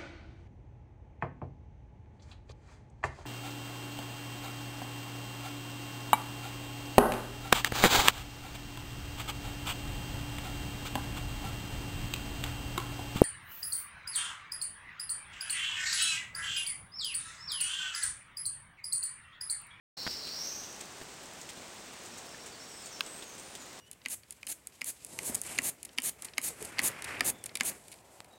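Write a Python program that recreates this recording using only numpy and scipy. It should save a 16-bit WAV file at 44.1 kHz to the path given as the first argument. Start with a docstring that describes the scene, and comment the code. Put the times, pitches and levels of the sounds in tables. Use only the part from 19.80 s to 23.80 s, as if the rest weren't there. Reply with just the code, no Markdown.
"""Light rain from a porch

Rain washes over a conifer wood. Drops from the eaves splash on the ground and plink in water,
and one ticks on something hard close by. A high buzzing song, probably a bird, rises among the
trees at the start; thin whistles follow. A hand knocks lightly on a camera as the sound opens."""
import sys
import numpy as np
from scipy import signal
from scipy.fft import rfft, irfft
from scipy.io import wavfile
from scipy.ndimage import uniform_filter1d

SR = 44100
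rng = np.random.default_rng(int(sys.argv[2]) if len(sys.argv) > 2 else 0)


def put_to_file(sound):
    """Save the sound as 16-bit audio at rate SR, in the file named by the first command-line argument."""
    columns = np.atleast_2d(sound).T  # one column per channel
    safe = np.clip(columns, -1, 1)
    whole_steps = np.round(safe * 32767)
    wavfile.write(sys.argv[1], SR, whole_steps.astype(np.int16))


N = 176400

# Tone of the rain wash. Each row: frequency in Hz, relative level in dB.
RAIN_EQ = [(15, -62), (25, -12.5), (200, -1.5), (270, -1), (301, -1), (476, -2), (840, -2.5), (988, -4.5),
           (2350, -7.5), (5000, -10), (5430, -9.5), (6050, -9.5), (8140, -9), (9840, -17.5), (10700, -41.5),
           (14800, -34.5), (16000, -31)]
# Splashes under the eaves. Each row: start in seconds, then body, spray and slap in relative dB.
SPLASH_HITS = [(0.308, -45.5, -51, -68), (0.469, -48, -53.5, -51.5), (0.835, -52.5, -59, -71),
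               (1.0056, -48, -46.5, -53), (1.213, -55, -55, -50.5), (1.453, -74, -54.5, -63),
               (1.613, -53, -52.5, -64), (1.6904, -47.5, -49.5, -54), (1.772, -54, -56, -52),
               (2.256, -58, -51, -66), (2.378, -58, -46.5, -69), (2.661, -56, -48.5, -65),
               (3.058, -52.5, -48, -70), (3.262, -51.5, -51, -55), (3.423, -51.5, -58, -54),
               (3.579, -56, -50, -56), (3.593, -64, -52, -72), (3.7506, -49.5, -49.5, -53)]
# A splash's mid body, bright spray and low slap. Each row: frequency in Hz, relative level in dB.
BODY_EQ = [(700, -29), (1800, -7), (3400, -0.5), (5200, -4.5), (9000, -20)]
SPRAY_EQ = [(2500, -42), (5500, 2), (7900, 10), (9400, 1.5), (10400, -12), (15500, -32)]
SLAP_EQ = [(60, -7), (300, 1), (700, -7), (1600, -16), (3000, -32)]
# Drops landing in water. Each row: start in seconds, starting pitch in Hz, peak level in dB.
PLINK_HITS = [(1.213, 1650, -42), (1.618, 6500, -38.5), (1.693, 8230, -40), (2.545, 1660, -39),
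              (3.4236, 3380, -38), (3.753, 3440, -42.5)]
# Modes of the hard surface. Each row: frequency in Hz, relative level in dB, T60 in seconds.
SURFACE_MODES = [(1130, -4.5, 0.012), (1600, -7.5, 0.02), (2155, -15, 0.023), (2620, 2, 0.012),
                 (3210, 1.5, 0.0058), (4090, -2, 0.011), (5060, -5.5, 0.006), (5600, -22, .008),
                 (7050, -23, 0.015), (9000, -15, 0.018), (11270, -27, .007), (14500, -13, .007)]
# Contour of the buzzing song. Each row: time in seconds, pitch in Hz, level in dB.
SONG_CONTOUR = [(.12, 4400, -44.5), (0.251, 4370, -41.5), (.295, 5163, -41), (0.357, 5300, -46.5),
                (0.403, 4370, -46.5), (0.471, 4367, -42), (.535, 4990, -42.5), (.595, 5540, -39.5),
                (0.654, 5986, -40), (0.762, 6020, -44), (.84, 6100, -52.5), (0.919, 6050, -52),
                (1.031, 5900, -76)]
# Fizz around the song. Each row: frequency in Hz, relative level in dB.
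FIZZ_EQ = [(3000, -2), (5000, 12.5), (8500, -7), (10700, -6), (12000, -8), (13500, -5), (16000, -19)]
# Thin whistles. Each row: start and length in seconds, first and last pitch in Hz, level in dB.
WHISTLE_NOTES = [(.15, 0.25, 5450, 5450, -46), (.42, 0.228, 5470, 5620, -48), (2.05, 0.1, 2720, 2680, -63),
                 (2.31, 0.055, 5550, 5500, -56.5), (2.47, 0.088, 5500, 5500, -57.5),
                 (2.591, 0.052, 5550, 5500, -55), (2.715, 0.048, 4750, 4400, -54),
                 (2.795, 0.044, 5600, 5400, -51.5), (2.87, 0.22, 7850, 8530, -55.5),
                 (2.893, 0.13, 5600, 5150, -55.5), (3.017, 0.086, 7400, 6750, -55.5),
                 (3.028, 0.048, 4550, 4380, -55), (3.109, 0.039, 6100, 6050, -52.5),
                 (3.117, 0.062, 5600, 5230, -51.5), (3.246, 0.16, 8000, 8410, -51),
                 (3.435, 0.12, 6750, 6170, -55.5), (3.579, 0.035, 8950, 8700, -51),
                 (3.634, 0.15, 9250, 9400, -59), (3.792, .06, 7100, 6600, -55)]
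# Hand knocks. Each row: start in seconds, click level in dB, click brightness in Hz,
# click decay in seconds, thump level in dB.
HAND_KNOCKS = [(0.2656, -30.5, 1490, 0.005, -25.5), (0.2758, -27.5, 1900, 0.0022, -37)]

RAIN_DB, RAIN_SWELL_DB, PATTER_DB = -49, .45, -60.5
SPLASH_ATTACK_S, SPLASH_DECAY_S = 0.0005, 0.015
PLINK_T60_S, PLINK_RISE_PER_S = 0.026, 21
TICK_S, TICK_RING_DB, TICK_CRACK_DB = 3.2074, -20.5, -29
BUZZ_HZ, BUZZ_SWING_HZ, BUZZ_SCATTER_HZ, FIZZ_DB = 114.5, 298, 207.5, -9
WHISTLE_WAVER_HZ, WHISTLE_EDGE_S = 129.6, 0.0051
THUMP_HZ, THUMP_DECAY_S, SHAKE_DB, SHAKE_DECAY_S = 260, 0.0018, -59.5, 0.074
WOOD_T60_S = 0.68
OPEN_S, MIRROR_DB, MIRROR_HZ, TOP_HZ = 0.1682, -18, 19950, 15900


def undb(db):
    """Decibels to gain."""
    return 10 ** (np.asarray(db) / 20)


def unit(x):
    """Scale to rms 1."""
    return x / np.sqrt(np.mean(x ** 2) + 1e-20)


def colour(x, eq):
    """Shape with an EQ curve of (Hz, dB) points, then scale to rms 1."""
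    hz, db = np.array(eq, float).T
    f = np.maximum(np.fft.rfftfreq(len(x), 1 / SR), 1)
    gain = undb(np.interp(np.log(f), np.log(hz), db))
    return unit(irfft(rfft(x) * gain, len(x)))


def wander(rate_hz):
    """Smooth random modulation at rms 1."""
    hold = max(int(SR / rate_hz), 1)
    steps = np.repeat(rng.standard_normal(N // hold + 1), hold)
    return unit(uniform_filter1d(uniform_filter1d(steps, hold), hold)[:N])


def droplets(per_s, spread_db, size):
    """Random impacts of uneven strength."""
    hits = (rng.random(size) < per_s / SR) * rng.choice([-1, 1], size)
    return hits * undb(spread_db * np.minimum(rng.exponential(size=size), 5))


def add(out, start, x):
    """Mix a short sound in at its start in seconds."""
    i = max(int(start * SR), 0)
    out[i:i + len(x)] += x[:max(N - i, 0)]


def rain():
    """Far drops blur into a wash that swells and flickers a little; nearer drops patter on top."""
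    wash = colour(rng.standard_normal(N), RAIN_EQ)
    wash *= undb(RAIN_DB + RAIN_SWELL_DB * (wander(3.25) + wander(45)))
    patter = colour(droplets(per_s=1200, spread_db=5, size=N),
                    [(100, -33), (400, 2.5), (2000, -9.5), (8300, -3.5), (10400, -9), (16000, -14)])
    return wash + undb(PATTER_DB) * patter


def splashes(size=8192):
    """Each drop from the eaves slaps the ground and bursts into droplets."""
    out, t = np.zeros(N), np.arange(size) / SR
    envelope = (1 - np.exp(-t / SPLASH_ATTACK_S)) * np.exp(-t / SPLASH_DECAY_S)
    for start, *levels in SPLASH_HITS:
        burst = sum(undb(db) * colour(droplets(per_s=4200, spread_db=4.4, size=size), eq)
                    for db, eq in zip(levels, (BODY_EQ, SPRAY_EQ, SLAP_EQ)))
        add(out, start, 1.75 * burst * envelope)
    return out


def plinks(size=4096):
    """Drops land in water, where small bubbles ring and rise in pitch."""
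    out, t = np.zeros(N), np.arange(size) / SR
    envelope = np.exp(-np.log(1000) * t / PLINK_T60_S)
    for start, hz, db in PLINK_HITS:
        bubble = np.sin(2 * np.pi * hz * (t + PLINK_RISE_PER_S * t ** 2 / 2))
        add(out, start, undb(db) * bubble * envelope)
    return out


def tick(size=4096):
    """A drop hits something hard and near: a sharp crack and a tightly damped ring."""
    out, t = np.zeros(N), np.arange(size) / SR
    ring = sum((-1) ** k * undb(db) * np.sin(2 * np.pi * hz * t) * np.exp(-np.log(1000) * t / t60)
               for k, (hz, db, t60) in enumerate(SURFACE_MODES))
    crack = colour(rng.standard_normal(size), [(600, -22), (1200, 3), (5000, 4), (15000, -19)])
    crack *= np.exp(-t / 0.0021)
    low_cut = signal.butter(3, 850, "high", fs=SR, output="sos")
    add(out, TICK_S, signal.sosfilt(low_cut, undb(TICK_RING_DB) * ring + undb(TICK_CRACK_DB) * crack))
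    return out


def song(t):
    """A high tone swept rapidly up and down with a faint fizz, smeared to a hiss by the trees."""
    times, hz, db = np.array(SONG_CONTOUR).T
    buzz = np.sin(2 * np.pi * np.cumsum(BUZZ_HZ * (1 + 0.17 * wander(40))) / SR)
    pitch = np.interp(t, times, hz) + BUZZ_SWING_HZ * buzz + BUZZ_SCATTER_HZ * wander(1500)
    tone = np.sqrt(2) * np.sin(2 * np.pi * np.cumsum(pitch) / SR)
    fizz = undb(FIZZ_DB) * colour(rng.standard_normal(N), FIZZ_EQ)
    envelope = undb(np.interp(t, times, db, left=-120, right=-120) + 1.4 * wander(150))
    return wood_reverb((tone + fizz) * envelope, wet_db=5)


def whistles():
    """Faint bird notes waver and glide among the trees."""
    out, waver = np.zeros(N), WHISTLE_WAVER_HZ * wander(500)
    for start, length, first_hz, last_hz, db in WHISTLE_NOTES:
        t = np.arange(int(length * SR)) / SR
        glide = first_hz + (last_hz - first_hz) * t / length
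        pitch = glide + np.roll(waver, -int(start * SR))[:len(t)]
        tone = np.sqrt(2) * np.sin(2 * np.pi * np.cumsum(pitch) / SR)
        envelope = np.clip(np.minimum(t, length - t) / WHISTLE_EDGE_S, 0, 1)
        add(out, start, undb(db) * tone * envelope)
    return wood_reverb(out, wet_db=-2)


def knocks(size=8192):
    """A hand bumps the camera body: a click and a thump, then a brief low shake."""
    out, t = np.zeros(N), np.arange(size) / SR
    for start, click_db, hz, decay, thump_db in HAND_KNOCKS:
        click_eq = [(100, -3), (900, -5), (hz, 0), (2 * hz, -7), (16000, -36)]
        click = colour(rng.standard_normal(size), click_eq) * np.exp(-t / decay)
        thump = np.sin(2 * np.pi * THUMP_HZ * t) * np.exp(-t / THUMP_DECAY_S)
        shake_eq = [(20, -7), (70, 7), (160, -10), (500, -35), (4000, -80)]
        shake = colour(rng.standard_normal(size), shake_eq) * np.exp(-t / SHAKE_DECAY_S)
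        add(out, start, undb(click_db) * click + undb(thump_db) * thump + undb(SHAKE_DB) * shake)
    return out


def wood_reverb(x, wet_db):
    """Trunks scatter a dense tail behind the direct sound."""
    t = np.arange(SR) / SR
    tail = rng.standard_normal(SR) * np.exp(-np.log(1000) * t / WOOD_T60_S)
    scatter = signal.fftconvolve(x, tail / np.linalg.norm(tail))[:N]
    wet = undb(wet_db)
    return (x + wet * scatter) / np.hypot(1, wet)


def scene():
    """Rain, birds, drips and handling in a mono mix."""
    t = np.arange(N) / SR
    return (rain() + song(t) + whistles() + splashes() + plinks() + tick() + knocks())[None]


def record(dry):
    """Open after a beat of silence, add a faint mirror image of the treble and cut the top."""
    t = np.arange(N) / SR
    treble = signal.sosfilt(signal.butter(3, [4000, 9500], "band", fs=SR, output="sos"), dry)
    mirror = 2 * undb(MIRROR_DB) * treble * np.cos(2 * np.pi * MIRROR_HZ * t)
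    fade_in = np.clip((t - OPEN_S) / 0.0072, 0, 1)
    high_cut = signal.ellip(10, .2, 70, TOP_HZ, fs=SR, output="sos")
    return signal.sosfilt(high_cut, (dry + mirror) * fade_in)


dry = scene()
out = record(dry)
put_to_file(out)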